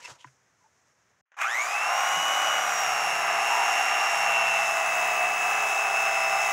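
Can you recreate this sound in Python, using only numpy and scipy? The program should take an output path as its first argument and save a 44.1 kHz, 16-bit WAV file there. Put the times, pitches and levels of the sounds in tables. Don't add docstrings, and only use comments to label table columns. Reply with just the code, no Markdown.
import sys
import numpy as np
from scipy import signal
from scipy.fft import rfft, irfft, next_fast_len
from scipy.io import wavfile
from scipy.ndimage import uniform_filter1d, map_coordinates

SR = 44100
rng = np.random.default_rng(int(sys.argv[2]) if len(sys.argv) > 2 else 0)


def gain_from_db(level_db):
    decades = np.asarray(level_db, float) / 20
    return 10 ** decades


def unload_wav(signal):
    wavfile.write(
        sys.argv[1],
        SR,
        np.round(np.clip(np.atleast_2d(signal).T, -1, 1) * 32767).astype(np.int16),
    )


N = 287532

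# freq_hz, density_db
CABIN_SPECTRUM = [(18, -50), (30, -30), (79, -13), (133, -9), (202, -17), (315, -18), (455, -15),
                  (606, -16), (2830, -13.5), (4650, -5), (5300, 4), (6540, 9), (8500, -3.5), (15500, -22)]
# freq_hz, density_db
CLOTH_SPECTRUM = [(59, -58), (100, -23), (244, -31), (535, -4), (721, -25), (970, 4.5), (1080, -11),
                  (2580, -9), (4470, -11.5), (6700, -7.5), (16000, -42)]
# freq_hz, density_db
KNOCK_SPECTRUM = [(200, -28), (600, -3), (1600, 11), (3000, -3), (4500, -24), (6500, -7), (9000, -39),
                  (16000, -38)]
# freq_hz, density_db
HOUSING_SPECTRUM = [(280, -42), (480, -21), (732, 0.5), (899, -6), (1180, -2), (1820, -5), (1990, -5.5),
                    (2190, -4.5), (2440, -9.5), (2540, -6), (3090, -17), (4230, -27.5), (5000, -23.5),
                    (6500, -76), (11000, -120)]
# centre_hz, width_hz, peak_db
SHELL_MODES = [(656, 14, 7), (817, 65, 8.5), (1000, 100, 3), (1192, 67, 5), (2035, 17, 7)]
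# freq_hz, density_db
VENT_SPECTRUM = [(1760, -31), (3000, -5.5), (3400, -14), (3880, -6.5), (4240, -27), (4910, -13.5),
                 (5180, -8), (6560, -0.5), (8650, -13), (9340, -16.5), (10900, -16.5), (12100, -16.5),
                 (13000, -25), (14400, -21.5), (15700, -22)]
# freq_hz, density_db
BOARD_SPECTRUM = [(100, -44), (190, -27), (260, -9.5), (400, -5), (520, -2.5), (600, 5.5), (800, -73)]
# freq_hz, density_db
RUMBLE_SPECTRUM = [(15, -30), (40, -30), (90, -26), (130, 8), (190, -1), (300, -49)]

# peak_s, rise_s_per_10db, fall_s_per_10db, level_db, centre_hz
SWISHES = [
    (.005, .05, .06, -54, 1400),
    (.058, .035, 0.036, -43.5, 2400),
    (.105, .04, .022, -43, 1125),
    (.155, .02, 0.042, -60.5, 990),
    (.208, .02, .035, -55.5, 3030),
    (.27, .02, 0.062, -66, 1400),
]
# time_s, pitch_hz, level_db
SQUEAK = [(.035, 2950, -67), (.045, 2700, -46), (.06, 2610, -43), (.08, 2530, -68)]
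# start_s, peak_db, pitch_hz, t60_s
RING_KNOCKS = [
    (.112, -35, 125, 0.05),
    (.209, -48, 3110, .044),
    (.244, -35, 1000, 0.042),
    (.254, -45, 131, .18),
    (.248, -39.5, 297, 0.028),
    (.608, -62, 1000, 0.14),
    (.642, -56, 873, .12),
    (.66, -51, 887, .06),
    (2.16, -40, 164, 0.2),
]
# start_s, level_db, t60_s
CRACKS = [
    (.244, -39.5, 0.027),
    (.254, -70, .1),
    (0.273, -55, 0.088),
    (1.318, -54, 0.053),
    (1.342, -56, .04),
    (1.37, -52, 0.059),
    (1.388, -30, 0.038),
]

# position_strokes, width_strokes, boost_db
CRANK_KNOCKS = [
    (.30, 0.17, -2),
    (0.406, 0.014, 9),
    (.54, .02, -5),
    (0.802, 0.049, 0),
]
# time_s, speed_turns_per_s
SPEED_GOAL = [(1.43, 370), (1.49, 384), (1.6, 374.5), (1.83, 367.5), (2.15, 370.7), (2.33, 370.3),
              (2.5, 366.3), (2.62, 361.4), (2.9, 348.1), (3.1, 342.7), (3.4, 339.9), (3.9, 344.8),
              (4.15, 343.2), (4.55, 334.2), (4.85, 327.9), (5.2, 327.1), (6.2, 328.3), (6.52, 327.8)]
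# peak_s, half_length_s, pitch_hz, t60_s, level_db
SURGES = [
    (1.432, 0.034, 2440, 0.011, -31),
    (1.6, 0.014, 1300, .005, -58),
    (3.588, 0.087, 950, 0.023, -27),
]
# start_s, end_s, level_db
PRESSES = [
    (1.67, 1.778, -68),
    (2.129, 2.27, -63),
    (2.503, 2.8, -57),
    (2.967, 3.45, -55),
    (4.17, 4.723, -51),
    (4.833, 5.727, -53),
    (5.826, 6.6, -54.5),
]
# peak_s, half_length_s, thrum_boost_db, rumble_boost_db
BUMPS = [
    (1.76, .03, -1, -6),
    (2.173, 0.083, 0, 15.5),
    (2.926, .25, -0.5, 13.5),
    (3.55, .12, 0.5, -6.0),
    (3.863, 0.04, 2.5, 3),
    (6.38, 0.088, -1, 6.0),
]
# peak_s, half_length_s, tick_boost_db
BINDS = [
    (2.046, 0.077, 6),
    (3.5, .3, 1),
    (5.5, 0.1, 6.0),
    (6.053, .08, 5.0),
]
# multiple_of_turn_rate, level_db, full_load_db, strain_db
SLOT_TONES = [(7.998, -0.6, 2.5, -3), (15.94, -2.3, 3, -6), (24.3, -11.0, -1, 16.5), (31.86, -1.8, 4, -6)]
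# centre_hz, width_hz, peak_db
SLOT_MODES = [(1200, 200, -24), (1650, 300, -37), (2060, 170, -23), (3400, 300, -39), (6800, 500, -42),
              (2600, 130, -32), (2700, 60, -32), (2935, 60, -32), (5480, 150, -42), (5660, 200, -39),
              (5860, 120, -43), (7700, 500, -52), (10800, 900, -53), (11750, 300, -54)]
# peak_s, half_length_s, multiple_of_turn_rate, change_db
FLARES = [(1.425, .025, 16, 12), (1.47, .02, 16, -8), (2.72, .07, 8, -10), (1.68, .03, 8, -4),
          (2.8, .07, 16, 4), (1.62, .05, 24, 5), (1.45, .03, 8, 7), (1.48, .035, 24, -10),
          (1.68, .08, 16, 6), (1.57, .04, 16, 8), (1.585, .03, 8, 2), (4.55, .17, 8, 3),
          (3.33, .2, 8, -4.0), (4.36, .06, 8, 3.0), (4.89, .08, 16, -9.0), (5.4, .4, 16, -6.0),
          (6.25, .25, 16, 6.0), (2.05, .08, 32, -7.0), (2.75, .1, 32, -5.0)]
FAINT_MULTIPLES = (1.2, 1.3, 2, 2.1, 2.2, 2.3, 2.4, 3, 4, 4.4, 5.9, 6.2, 7.8, 8.2, 8.6, 8.8, 9, 20, 26, 29,
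                    30, 34, 38, 48)
# early_cut_db, deep_cut_db
FAINT_LEVELS = [(-60, -55), (-57, -53), (-39, -39), (-43, -48), (-43, -38), (-45, -47), (-46, -43),
                (-39, -44), (-43, -47), (-47, -44), (-43, -46), (-45, -49), (-50, -42), (-58, -51),
                (-58, -51), (-58, -52), (-60, -54), (-52, -56), (-64, -57), (-70, -69), (-62, -67),
                (-66, -69), (-70, -65), (-54, -63)]
# peak_s, half_length_s, multiple_of_turn_rate, side_sign, level_db
SIDE_TONES = [
    (5.5, 0.83, 16, -1, -54),
    (5.5, 1.0, 16, 1, -63),
]

CUT_S, RESUME_S, SHED_DB = 1.213, 1.256, -87
CABIN_LOW_DB, CABIN_HIGH_DB, CABIN_TOP_DB = -69.5, -78, -89
SETTLE_S, SETTLE_FALL_S, SETTLE_DB = .27, .08, -68
TURNS_PER_STROKE, MAINS_BEAT_HZ = 10, 120
SWITCH_ON_S, SPIN_UP_S, UP_TO_SPEED_S = 1.345, .2, 2.0
FREE_TURNS_PER_S, SAG_TURNS_PER_S = 370, 43
RATED_TURNS_PER_S = 350
JOLT_S, JOLT_RISE_S, JOLT_FALL_S = 1.415, .02, 0.055
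# level_db at rated speed, speed_power, start_jolt_db
RATTLE, HISS, THRUM = (-28, 1.28, -28), (-39, 2, -41), (-52, 1.4, -60)
RUMBLE_DB, HUM_REST_DB, TICK_DB, TICK_DEEP_DB = -78, -71, -60, 7
PRESS_EDGE_S = 0.14
DEEP_CUT_S = 3.4, 5.1
BITE_S, BITE_HALF_S, BITE_DB = 3.92, 0.64, 2
BEATING_S, BEATING_HALF_S, BEATING_DEPTH = 3.5, .85, .7
DEAD_HZ, DEAD_WIDTH_HZ, DEAD_DB = 4300, 500, -10
BOOM_HZ, BOOM_STRAIN_DB = 950, -10
LOW_LINES_STRAIN_DB = -55
FAINT_FREE_DB, FAINT_LOAD_DB, FAINT_RUN_UP_DB = -16.5, 21.5, -2


def rms_one(x):
    return x / np.sqrt(np.mean(x ** 2) + 1e-20)


def in_time(rows):
    s, *columns = np.transpose(rows)
    return [np.interp(np.arange(N) / SR, s, c) for c in columns]


def window(start_s, stop_s):
    t = np.arange(N) / SR
    return np.clip((t - start_s) * 500, 0, 1) * np.clip((stop_s - t) * 500, 0, 1)


def swell(at_s, half_s):
    return np.exp(-((np.arange(N) / SR - at_s) / half_s) ** 2)


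def slopes_db(at_s, rise_s, fall_s):
    t = np.arange(N) / SR - at_s
    return -10 * np.maximum(-t / rise_s, t / fall_s)


def drift(rate_hz):
    knots = rng.standard_normal(2000)
    return map_coordinates(knots, [np.arange(N) / SR * rate_hz], order=3)


def coloured(x, spectrum, modes=()):
    size = next_fast_len(N)
    hz = np.arange(size // 2 + 1) * SR / size + 1
    points = np.array(spectrum)
    db = np.interp(np.log(hz), np.log(points[:, 0]), points[:, 1])
    for centre_hz, width_hz, peak_db in modes:
        db = db + peak_db / (1 + (2 * (hz - centre_hz) / width_hz) ** 2)
    return rms_one(irfft(rfft(x, size) * gain_from_db(db), size)[:N])


def filtered(x, order, hz, kind="low"):
    return signal.sosfilt(signal.butter(order, hz, kind, fs=SR, output="sos"), x)


def ring(clicks, hz, t60_s):
    r, w = gain_from_db(-60 / (t60_s * SR)), 2 * np.pi * hz / SR
    return signal.lfilter([0, np.sin(w)], [1, -2 * r * np.cos(w), r * r], clicks + 1e-18)


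def cabin():
    air = coloured(rng.standard_normal(N) * gain_from_db(drift(20)), CABIN_SPECTRUM)
    low = rms_one(filtered(air, 4, 2000))
    high = rms_one(filtered(air, 4, 2000, "high"))
    top = filtered(rng.standard_normal(N), 2, 8000, "high")
    settle = gain_from_db(SETTLE_DB + slopes_db(SETTLE_S, 0.022, SETTLE_FALL_S))
    high_level = gain_from_db(CABIN_HIGH_DB + 2.0 * drift(3.1)) + settle
    return gain_from_db(CABIN_LOW_DB) * low + high_level * high + gain_from_db(CABIN_TOP_DB) * top


def shed():
    level = gain_from_db(SHED_DB) * window(RESUME_S, 9) + gain_from_db(-66) * window(1.318, 9)
    return coloured(rng.standard_normal(N), KNOCK_SPECTRUM) * level


def jacket():
    powers = np.array([gain_from_db(db + slopes_db(s, rise_s, fall_s)) ** 2 + 1e-30
                       for s, rise_s, fall_s, db, _ in SWISHES])
    level = np.sqrt(powers.sum(0))
    centre_hz = np.array(SWISHES)[powers.argmax(0), 4]
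    grain = rng.standard_normal(N) * gain_from_db(1.7 * drift(151))
    broad = coloured(grain, CLOTH_SPECTRUM)
    slow = filtered(rng.standard_normal(N), 2, 450)
    band = rms_one(slow) * np.sin(2 * np.pi * np.cumsum(centre_hz) / SR)
    squeak_hz, squeak_db = in_time(SQUEAK)
    phase = 2 * np.pi * np.cumsum(squeak_hz) / SR
    squeak = gain_from_db(squeak_db + 2.6 * drift(127)) * (np.sin(phase) + .5 * np.sin(2 * phase))
    return level * (0.82 * broad + band) * window(-1, 0.29) + squeak * window(0.037, .082)


def knocks():
    out = np.zeros(N)
    grit = coloured(rng.standard_normal(N), KNOCK_SPECTRUM)
    age_s = np.arange(SR // 2) / SR
    for s, db, hz, t60_s in RING_KNOCKS:
        onset = np.minimum(age_s * hz / 2, 1)
        out[round(s * SR):][:len(age_s)] += gain_from_db(db) * onset * ring(age_s == 0, hz, t60_s)
    for s, db, t60_s in CRACKS:
        span = slice(round(s * SR), round(s * SR) + len(age_s))
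        out[span] += grit[span] * gain_from_db(db - 60 * age_s / t60_s) * np.minimum(age_s / 0.00045, 1)
    return out


def mains_beat():
    return 2 * np.pi * MAINS_BEAT_HZ * np.arange(N) / SR + 2.6


def rotor():
    goal = uniform_filter1d(in_time(SPEED_GOAL)[0], size=3500)
    age_s = np.maximum(np.arange(N) / SR - SWITCH_ON_S, 0)
    load = np.clip((FREE_TURNS_PER_S - goal) / SAG_TURNS_PER_S, 0, 1)
    return goal * (1 - np.exp(-age_s / SPIN_UP_S)), load


def with_speed(per_s, part):
    db, power, jolt_db = part
    running = gain_from_db(db) * (per_s / RATED_TURNS_PER_S) ** power
    return np.hypot(running, gain_from_db(jolt_db + slopes_db(JOLT_S, JOLT_RISE_S, JOLT_FALL_S)))


def crank_beat(strokes):
    return sum(db * np.exp(-(((strokes - at + .5) % 1 - .5) / width) ** 2)
               for at, width, db in CRANK_KNOCKS)


def hum_gain():
    t = np.arange(N) / SR
    gain = gain_from_db(HUM_REST_DB)
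    for start_s, end_s, db in PRESSES:
        inside_s = np.minimum(t - start_s, end_s - t)
        gain = gain + gain_from_db(db) * np.clip(inside_s / PRESS_EDGE_S + .5, 0, 1)
    return gain


def surges(pulse_db):
    out = 0
    for s, half_s, hz, t60_s, db in SURGES:
        tone = ring(ring(rng.standard_normal(N), hz, t60_s), hz, t60_s)
        out = out + gain_from_db(db + pulse_db) * swell(s, half_s) * rms_one(tone)
    return out


def vents(strokes, pulse_db):
    throb_db = 0.97 * crank_beat(strokes) + 0.27 * pulse_db + drift(8)
    return coloured(rng.standard_normal(N) * gain_from_db(throb_db), VENT_SPECTRUM)


def blade_ticks(strokes, tick_db):
    out = 0
    for at, extra_db, spread_db in ((.30, 0, 2.0), (.82, -6, 3.0), (.53, -10, 3.0)):
        strike = np.diff(np.floor(strokes - at), prepend=-1.0) > 0
        level = gain_from_db(tick_db + 29 + extra_db + spread_db * drift(6))
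        out = out + signal.lfilter([1], [1, -.95], strike * level) * rng.standard_normal(N)
    return filtered(out, 3, [13700, 15200], "band")


def gears(strokes, pulse_db, repeat, twin, wear):
    half = rng.standard_normal((40, 256))
    teeth = twin * np.tile(half, 2) + rng.standard_normal((40, 512))
    place = [strokes * wear % 40, strokes % 1 * 512]
    looped = map_coordinates(teeth, place, order=3, mode="grid-wrap")
    share = np.clip(repeat, 0, 1)
    rattle = np.sqrt(share) * rms_one(looped) + np.sqrt(1 - share) * rng.standard_normal(N)
    return rattle * gain_from_db(crank_beat(strokes) + pulse_db + 0.49 * drift(9))


def shell(rattle, strain):
    sound = coloured(rattle, HOUSING_SPECTRUM, SHELL_MODES)
    boom = signal.sosfiltfilt(signal.butter(3, BOOM_HZ, fs=SR, output="sos"), sound)
    return sound + (gain_from_db(BOOM_STRAIN_DB * strain * window(0, UP_TO_SPEED_S)) - 1) * boom


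def side_tones(turns):
    out = 0
    for s, half_s, multiple, side, db in SIDE_TONES:
        phase = 2 * np.pi * round(multiple) * turns + np.sign(side) * mains_beat()
        out = out + gain_from_db(db + 0.5 * drift(11)) * swell(s, half_s) * np.sqrt(2) * np.sin(phase)
    return out


def slot_levels(per_s, load, strain):
    lines = []
    for multiple, db, load_db, strain_db in SLOT_TONES:
        pitch_hz = multiple * per_s
        power = sum(gain_from_db(peak_db) ** 2 / (1 + (2 * (pitch_hz - hz) / width_hz) ** 2)
                    for hz, width_hz, peak_db in SLOT_MODES)
        flare_db = sum(change_db * swell(s, half_s) for s, half_s, which, change_db in FLARES
                       if round(which) == round(multiple))
        dead_db = DEAD_DB * np.exp(-((pitch_hz - DEAD_HZ) / DEAD_WIDTH_HZ) ** 2)
        level_db = db + dead_db + load_db * load + strain_db * strain + flare_db + 10 * np.log10(power)
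        lines.append((round(multiple), level_db))
    return lines


def faint_levels(load, strain, deep):
    trim_db = FAINT_FREE_DB + FAINT_LOAD_DB * load + FAINT_RUN_UP_DB * strain ** 2
    lines = []
    for multiple, (early_db, late_db) in zip(FAINT_MULTIPLES, FAINT_LEVELS):
        if multiple > 4.2:
            change_db = trim_db - 27.0 * strain * (1 if multiple < 40 else -.8)
        else:
            change_db = LOW_LINES_STRAIN_DB * strain * window(0, UP_TO_SPEED_S)
        level_db = change_db + early_db + deep * (late_db - early_db) + 1.4 * drift(2.943)
        lines.append((multiple, level_db))
    return lines


def whine(turns, strain, per_s, load):
    deep = np.interp(np.arange(N) / SR, DEEP_CUT_S, [0, 1])
    beat = np.cos(mains_beat())
    wobble = turns + .004 * drift(25) + strain * (.012 * np.sin(mains_beat()) + .016 * drift(200))
    depth = np.minimum(.26 - .04 * deep + .7 * strain, 1)
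    shake = (1 + depth * beat) * (1 + .2 * np.cos(2 * np.pi * .4 * turns))
    throb = shake + BEATING_DEPTH * swell(BEATING_S, BEATING_HALF_S) * beat
    out = 0
    for multiple, db in slot_levels(per_s, load, strain) + faint_levels(load, strain, deep):
        level = gain_from_db(db + 0.96 * drift(14) + 4.4 * strain * drift(35)) * np.sqrt(2)
        pulse = throb if multiple == 8 else shake if multiple > 7 else 1
        out = out + level * pulse * np.sin(2 * np.pi * (multiple * wobble + rng.random()))
    return out


def knife():
    per_s, load = rotor()
    turns = np.cumsum(per_s * window(1.36, 9)) / SR
    strokes = turns / TURNS_PER_STROKE
    strain = np.sqrt(np.clip(1 - per_s / 345, 0, 1))
    pulse_db = (0.067 + 0.6 * strain ** 2) * np.cos(mains_beat())
    speed_squared = (per_s / RATED_TURNS_PER_S) ** 2
    board_db, rumble_db = sum(np.outer(boosts, swell(s, half_s)) for s, half_s, *boosts in BUMPS)
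    bind_db = sum(db * swell(s, half_s) for s, half_s, db in BINDS)
    tick_db = TICK_DB + TICK_DEEP_DB * load + bind_db - 25 * strain

    rattle = gears(strokes, pulse_db, repeat=0.15, twin=0.92, wear=0.0585)
    bite = gain_from_db(1.0 + BITE_DB * swell(BITE_S, BITE_HALF_S))
    out = bite * with_speed(per_s, RATTLE) * shell(rattle, strain)
    thrum = coloured(gears(strokes, 0, repeat=.6 - 0.9 * strain, twin=0.32, wear=0.0316), BOARD_SPECTRUM)
    out += gain_from_db(board_db + 2.5) * with_speed(per_s, THRUM) * thrum
    rumble = coloured(rng.standard_normal(N), RUMBLE_SPECTRUM)
    out += gain_from_db(RUMBLE_DB + rumble_db + 7.0 + 2.2 * drift(7)) * speed_squared * rumble
    out += gain_from_db(1.5) * with_speed(per_s, HISS) * vents(strokes, pulse_db)
    out += gain_from_db(-7.0) * hum_gain() * speed_squared * np.sqrt(2) * np.sin(np.pi * turns)
    out += whine(turns, strain, per_s, load) * np.clip(per_s / 130 - .5, 0, 1) ** 2
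    out += blade_ticks(strokes, tick_db) + surges(pulse_db) + side_tones(turns)
    return out * window(1.366, 9)


def scene():
    handling = (jacket() + knocks()) * (1 - window(CUT_S, RESUME_S))
    return (cabin() * window(-1, CUT_S) + shed() + handling + knife())[None]


def roll_off(x):
    return signal.sosfilt(signal.butter(12, 16560, fs=SR, output="sos"), x)


def record(dry):
    rounded = .5 * np.tanh(dry / .5)
    thin = filtered(rounded, 2, 70, "high")
    mix = signal.sosfilt(signal.ellip(14, .5, 75, 15730, fs=SR, output="sos"), thin)
    return roll_off(mix)


dry = scene()
out = record(dry)
unload_wav(out)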